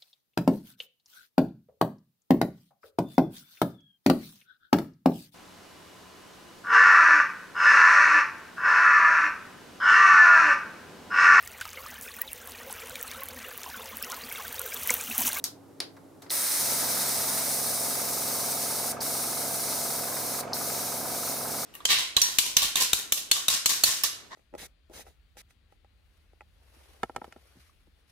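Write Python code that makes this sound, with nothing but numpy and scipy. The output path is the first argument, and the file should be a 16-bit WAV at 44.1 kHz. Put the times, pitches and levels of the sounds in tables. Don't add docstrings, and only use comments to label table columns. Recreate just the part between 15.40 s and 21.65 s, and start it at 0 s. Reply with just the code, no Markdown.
import sys
import numpy as np
from scipy import signal
from scipy.fft import rfft, irfft
from scipy.io import wavfile

SR = 44100
rng = np.random.default_rng(int(sys.argv[2]) if len(sys.argv) > 2 else 0)


def bounce(signal):
    frames = np.transpose(np.atleast_2d(signal))
    limited = np.clip(frames, -1, 1)
    pcm = np.round(limited * 32767).astype(np.int16)
    wavfile.write(sys.argv[1], SR, pcm)


N = 275625
TIME_S = np.arange(N) / SR
HZ = np.fft.rfftfreq(N, 1 / SR)


def gain_of(db):
    return 10 ** (np.asarray(db) / 20)


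def evened(x):
    return x / np.sqrt(np.mean(x ** 2) + 1e-20)


def read(points, hz):
    point_hz, value = np.transpose(points)
    return np.interp(np.log(hz + 1), np.log(point_hz + 1), value)


def follow(rows):
    row_s, *columns = np.transpose(rows)
    return [np.interp(TIME_S, row_s, column) for column in columns]


def noise(shape_db):
    spectrum = rfft(rng.standard_normal(N))
    return evened(irfft(spectrum * gain_of(shape_db), N))


def drift(rate_hz):
    spectrum = rfft(rng.standard_normal(N))
    return evened(irfft(spectrum * np.exp(-(HZ / rate_hz) ** 2), N))


def placed(x, balance_db):
    return x * gain_of([[balance_db / 2], [-balance_db / 2]])


def swell(age):
    return age * np.exp(1 - age)


# pitch_hz, t60_s
ROOM_DECAY = [(150, 0.42), (1000, 0.29), (4200, 0.21), (8000, 0.18), (15000, 0.17)]


def room(x, size=16000, spacing=12):
    taps = np.zeros((2, size))
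    slots = np.arange(8 * spacing, size - spacing, spacing)
    at = slots + rng.integers(0, spacing, (2, len(slots)))
    np.put_along_axis(taps, at, rng.choice([-1., 1.], at.shape), 1)
    hz, age_s, bins = signal.stft(taps, SR, nperseg=256)
    decay = gain_of(-60 * age_s / read(ROOM_DECAY, hz)[:, None])
    tail = signal.istft(bins * decay, SR, nperseg=256)[1]
    return signal.fftconvolve(x[None], tail / np.linalg.norm(tail[0]), axes=1)[:, :N]


# pitch_hz, level_db
QUIET_SHAPE = [(15, -63), (25, -27), (70, -19), (92, -14), (145, -5.5), (242, -11), (285, -1.5),
               (427, -7.5), (754, -12.5), (2550, -32.5), (12200, -34.5), (16000, -41)]
# pitch_hz, level_db
ROOM_TONES = [(100, -67), (274.5, -59.5)]


def room_noise(apart=0.93, rush_db=-56.0):
    shape_db = read(QUIET_SHAPE, HZ)
    shared = noise(shape_db)
    rush = shared + apart * np.array([noise(shape_db), noise(shape_db)])
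    tones = np.zeros(N)
    for hz, db in ROOM_TONES:
        phase = 2 * np.pi * hz * TIME_S + 0.86 * drift(rate_hz=1.8)
        tones += np.sqrt(2) * gain_of(db) * np.sin(phase)
    return placed(gain_of(rush_db) * rush + tones, balance_db=-1.0)


def ringing(shape_db, size=2048):
    log_gain = np.log(gain_of(np.maximum(shape_db, shape_db.max() - 80)))
    mirrored = np.r_[log_gain, log_gain[-2:0:-1]]
    response = np.exp(np.conj(signal.hilbert(mirrored)))
    ring = np.fft.ifft(response).real[:size]
    return ring / np.linalg.norm(ring)


# start_s, level_db, hardness_0_to_1, body_db, scrape_s, room_db
CLICKS = [(0.041, -0.5, 1, 5, 0.0013, -0.5), (0.4028, -2.5, 0.08, -0.5, 0.0019, -3),
          (0.566, -27.5, 0.57, 31, 0.0064, -1), (0.8200, -25.5, 0.9, 22, 0.0044, 4.5),
          (0.862, -27, 0, 22, 0.0056, 4), (0.905, -7, 0.13, 8, 0.00042, -8)]
# pitch_hz, level_db
SNAP_SHAPE = [(400, -30), (800, -15), (1700, -17), (2700, -15.5), (3800, -2), (5200, 1), (8000, -2.5),
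              (11000, -4.5), (14500, -4), (16000, -15)]
# pitch_hz, level_db
CLACK_SHAPE = [(120, -32), (300, -2), (650, -12.5), (1300, -17), (1900, -13), (2800, -15.5), (3700, -10),
               (4700, -5), (6000, -19.5), (8600, -26), (10600, -17.5), (12000, -32), (16000, -33)]


def clicks(body_hz=2400, size=4096):
    age_s, hz = np.arange(size) / SR, np.fft.rfftfreq(size, 1 / SR)
    out, wet = np.zeros((2, N))
    for start_s, db, hardness, body_db, scrape_s, room_db in CLICKS:
        metal_db = hardness * read(SNAP_SHAPE, hz) + (1 - hardness) * read(CLACK_SHAPE, hz)
        metal_db += body_db / (1 + (hz / body_hz) ** 6)
        force = rng.standard_normal(size) * np.exp(-(age_s / scrape_s / 2) ** 2)
        force[0] += 2
        direct_db = metal_db - 9 / (1 + (hz / 1700) ** 4)
        click = signal.fftconvolve(force / np.linalg.norm(force), ringing(direct_db))[:size]
        at = round(start_s * SR)
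        out[at:][:size] += gain_of(db) * click
        wet[at:][:size] += gain_of(db + room_db) * ringing(metal_db, size=size)
    return placed(out, balance_db=2.0) + room(wet)


# start_s, peak_db_rms, rise_s
SPITS = [(0.896, -42, 0.0042), (3.605, -35, 0.0028), (5.132, -26.5, 0.0016)]
# pitch_hz, level_db
SPIT_SHAPE = [(2500, -32), (3600, -14), (4300, 8), (6200, 1), (7200, -21), (9000, -16), (16000, -24)]


def spits(room_db=-4.0):
    burst = np.zeros(N)
    for start_s, db, rise_s in SPITS:
        burst += gain_of(db) * swell(np.maximum(TIME_S - start_s, 0) / rise_s)
    spit = burst * noise(read(SPIT_SHAPE, HZ))
    return spit + room(gain_of(room_db) * spit)


# press_s, release_s
TRIGGER = [(0.898, 3.520), (3.602, 5.012), (5.13, 6.4)]


def air_valve(open_s=0.016, empty_s=0.0019):
    flow = np.zeros(N)
    for press_s, release_s in TRIGGER:
        opening = np.clip((TIME_S - press_s) / open_s, 0, 1)
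        flow += opening * np.exp(-np.maximum(TIME_S - release_s, 0) / empty_s)
    return flow


SAG_DB, SAG_S = 5.5, 2.6


def pressure_db():
    return SAG_DB * (np.exp(-np.maximum(TIME_S - TRIGGER[0][0], 0) / SAG_S) - 1)


# time_s, level_db
JET = [(1.0, -35), (1.2, -32.5), (2.2, -33.5), (2.68, -34.7), (2.85, -33.5), (3.75, -33.5), (4.15, -34),
       (4.35, -32.5), (4.58, -33.7), (4.68, -36), (4.85, -34), (5.2, -34.5), (5.4, -32.5), (5.63, -37.2),
       (5.87, -32.5), (6.06, -37), (6.18, -33)]
# time_s, turned_away_0_to_1
AIM = [(1.12, 0), (1.35, .36), (2.4, 0), (2.62, 0.44), (4.4, 0.24), (4.75, 0.74)]
# pitch_hz, level_db
HISS_SHAPE = [(1060, -41), (1800, -20), (2100, -5), (2590, -12), (3290, -11.5), (3880, -1.5), (4920, 1),
              (5390, 3), (6240, 2), (7630, -2), (8440, 1), (9680, 0.5), (13900, -1.5), (15100, 0.5),
              (16000, -24)]
STEADY_DB, TREBLE_SHARE = -34, 0.46
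NOZZLE_DB, NOZZLE_LOSS_DB = 2.5, 4
FIZZ_DB, FIZZ_LOSS_DB = 1.6, 0.5


def turbulence():
    body_db, away = follow(JET)[0], follow(AIM)[0]
    treble_db = STEADY_DB + TREBLE_SHARE * (body_db - STEADY_DB)
    nozzle_db = treble_db + NOZZLE_DB - NOZZLE_LOSS_DB * away
    fizz_db = treble_db + FIZZ_DB - FIZZ_LOSS_DB * away
    source = rfft(noise(read(HISS_SHAPE, HZ)))
    above_body = np.clip((HZ - 7400) / 800, 0, 1)
    above_nozzle = np.clip((HZ - 10000) / 1500, 0, 1)
    bands = [(body_db, 1 - above_body), (nozzle_db, above_body - above_nozzle), (fizz_db, above_nozzle)]
    sag_db = pressure_db()
    return sum(gain_of(db + sag_db) * evened(irfft(source * share, N)) for db, share in bands)


PAPER_NEAR_DB, PAPER_FAR_DB, LIFT_AT_S, LIFT_S = -42, -48, 2.08, .07


def on_paper_db():
    lifted = .5 + .5 * np.tanh((TIME_S - LIFT_AT_S) / LIFT_S)
    return pressure_db() + PAPER_NEAR_DB + (PAPER_FAR_DB - PAPER_NEAR_DB) * lifted


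# pitch_hz, level_db
PAPER_SHAPE = [(120, -27), (200, -8), (251, -21), (269, -15), (404, -15), (587, -8), (688, -12.5),
               (762, -9.5), (2040, -9.5), (3000, -21), (3900, -10), (6600, -120)]
# pitch_hz, level_db
PORT_BALANCE = [(60, -3.0), (92, -3.0), (140, -3.5), (210, -3.0), (330, -2.0), (500, -2.0), (770, -1.0),
                (1170, 0.5), (1790, 0.5), (2740, 1.0), (4190, 1.0), (6410, 0.5), (9810, -2.0), (15000, 1.0)]
# pitch_hz, phase_rad
PORT_PHASE = [(0, 0), (690, 0.5), (1290, 0.1), (1640, 0.2), (3880, 0.0), (8960, -0.2), (10600, 0.4),
              (11600, 0.5), (12600, 1.1), (16300, 0.2)]


def airbrush(jet_db=-1.55, flutter_db=0.54, room_db=-6.0, paper_room_db=-2.0):
    flow = air_valve() * gain_of(flutter_db * drift(rate_hz=32))
    core, left, right = (flow * gain_of(jet_db) * turbulence() for _ in range(3))
    jet = core + .55 * np.array([left, right])
    paper = flow * gain_of(on_paper_db()) * noise(read(PAPER_SHAPE, HZ))
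    heard = jet + paper + room(gain_of(room_db) * core + gain_of(paper_room_db) * paper)
    port = gain_of(read(PORT_BALANCE, HZ) / 2) * np.exp(.5j * read(PORT_PHASE, HZ))
    return irfft(rfft(heard) * np.array([port, 1 / port]), N)


MOTOR_ON_S = 1.193
TOP_HZ, START_SLOW_HZ, DRAG_HZ, SETTLE_S = 22.697, .5495, 1.876, 1.3


def shaft_speed():
    paused = np.zeros(N)
    for held, held_next in zip(TRIGGER, TRIGGER[1:]):
        paused += (TIME_S > held[1]) * (TIME_S < held_next[0])
    keep = np.exp(-1 / (SETTLE_S * SR))
    drag = signal.lfilter([1 - keep], [1, -keep], paused)
    start_slow = np.exp(-np.maximum(TIME_S - MOTOR_ON_S, 0) / SETTLE_S)
    return TOP_HZ - START_SLOW_HZ * start_slow - DRAG_HZ * drag


# turn_share, pitch_hz, swell_s, weight_db
KNOCKS = [(0.109, 688.3, 0.00236, -37.5), (0.131, 178, 0.0022, -35), (0.232, 470, 0.0011, -31.5),
          (0.218, 1002, 0.0012, -47), (.31, 1268, 0.0011, -38.5), (.38, 1275, 0.0022, -40.5),
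          (.44, 1610, 0.0018, -47), (0.458, 774.7, 0.0021, -32.5), (.59, 677, 0.0019, -35),
          (0.763, 225, .0018, -35.5), (.83, 579, 0.000964, -26.5), (.96, 707.5, 0.0014, -33.5)]
# pitch_hz, level_db
CASING = [(22, -51), (68, -21), (113, -21.5), (180, -14), (245, -6.5), (293, -20.5), (360, -18),
          (385, -10.5), (540, -9.5), (760, -8.5), (900, -16.5)]
# pitch_hz, level_db
RATTLE = [(920, -23), (1050, -19), (1270, -10), (1400, -37), (1600, -15), (1750, -38)]
# multiple, boost_db
BOOMS = [(6, 14), (14, 7), (31, 8.5)]


def drone(turns, mean_hz, count=76):
    cycle = np.linspace(0, 1, 4096)
    wave = np.zeros(len(cycle))
    for order in range(1, count):
        db = read(CASING + RATTLE, order * mean_hz) + dict(BOOMS).get(order, 0)
        fed = 0
        for share, hz, swell_s, knock_db in KNOCKS:
            response = swell_s / (1 + 2j * np.pi * (order * mean_hz - hz) * swell_s) ** 2
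            fed += gain_of(knock_db) * np.exp(-2j * np.pi * order * share) * response
        wave += gain_of(db) * np.sin(2 * np.pi * order * cycle + np.angle(fed))
    return evened(np.interp(turns % 1, cycle, wave))


def boomy(casing, extra=0.64, settle_s=1.2, below_hz=170):
    bass = irfft(rfft(casing) / (1 + (HZ / below_hz) ** 8), N)
    return casing + extra * np.exp(-abs(TIME_S - MOTOR_ON_S) / settle_s) * bass


# turn_share, centre_hz, swell_s, peak_db_rms
PUFFS = [(.20, 995, 0.0029, -47.5), (.33, 1260, 0.0032, -44.5), (.40, 2200, 0.0011, -46),
         (.44, 1470, 0.0014, -51), (.46, 850, .002, -45), (.85, 737, 0.0026, -45.5)]


def rasps(turns, speed_hz):
    out = np.zeros(N)
    for share, hz, swell_s, db in PUFFS:
        age = (turns - share) % 1 / speed_hz / swell_s
        band = signal.butter(2, [hz * .84, hz * 1.18], "bandpass", fs=SR, output="sos")
        out += gain_of(db) * swell(age) * evened(signal.sosfilt(band, rng.standard_normal(N)))
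    return out


# pitch_hz, level_db
INTAKE_SHAPE = [(25, -26), (55, -15), (95, -2.5), (140, -4), (400, 2.5), (620, 6), (700, 5), (820, 1.5),
                (890, 5), (1000, -1), (1600, -0.5), (1850, -13), (2150, -6), (3000, -17), (6000, -12.5),
                (16000, -35)]


def compressor(drone_db=-40.0, uneven_db=.5, intake_db=-45.5, drone_room_db=-15.5, air_room_db=-3.0,
               start_s=0.032, load_db=3.0):
    speed_hz, on = shaft_speed(), TIME_S > MOTOR_ON_S
    turns = np.cumsum(speed_hz * on) / SR
    started = np.clip((TIME_S - MOTOR_ON_S) / start_s + .5, 0, 1)
    running = started * gain_of(-load_db * np.exp(-abs(TIME_S - MOTOR_ON_S)))
    uneven = gain_of(drone_db + uneven_db * drift(rate_hz=56))
    casing = running * on * uneven * boomy(drone(turns, speed_hz.mean()) * on)
    intake = gain_of(intake_db) * noise(read(INTAKE_SHAPE, HZ))
    air = running * (on * rasps(turns, speed_hz) + intake)
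    late = np.interp(TIME_S - .0001, TIME_S, casing)
    near = placed(np.array([casing, late]), balance_db=-3.5) + air
    return near + room(gain_of(drone_room_db) * casing + gain_of(air_room_db) * air)


# pitch_hz, level_db_rms, fade_db_per_s
WHINES = [(587, -52, 9), (889, -53, 2)]


def whine(waver_hz=5, rise_s=0.11):
    age_s = np.maximum(TIME_S - MOTOR_ON_S, 0)
    tones = np.zeros(N)
    for hz, db, fade_db_per_s in WHINES:
        phase = 2 * np.pi * hz * TIME_S + drift(rate_hz=waver_hz)
        tones += gain_of(db - fade_db_per_s * age_s) * np.sin(phase)
    return np.sqrt(2) * np.minimum(age_s / rise_s, 1) * tones


def scene():
    return room_noise() + clicks() + spits() + airbrush() + compressor() + whine()


def record(dry, edge_hz=16000):
    lowpass = signal.firwin(401, edge_hz, window=("kaiser", 8), fs=SR)
    return signal.oaconvolve(dry, lowpass[None], "same")


dry = scene()
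out = record(dry)
bounce(out)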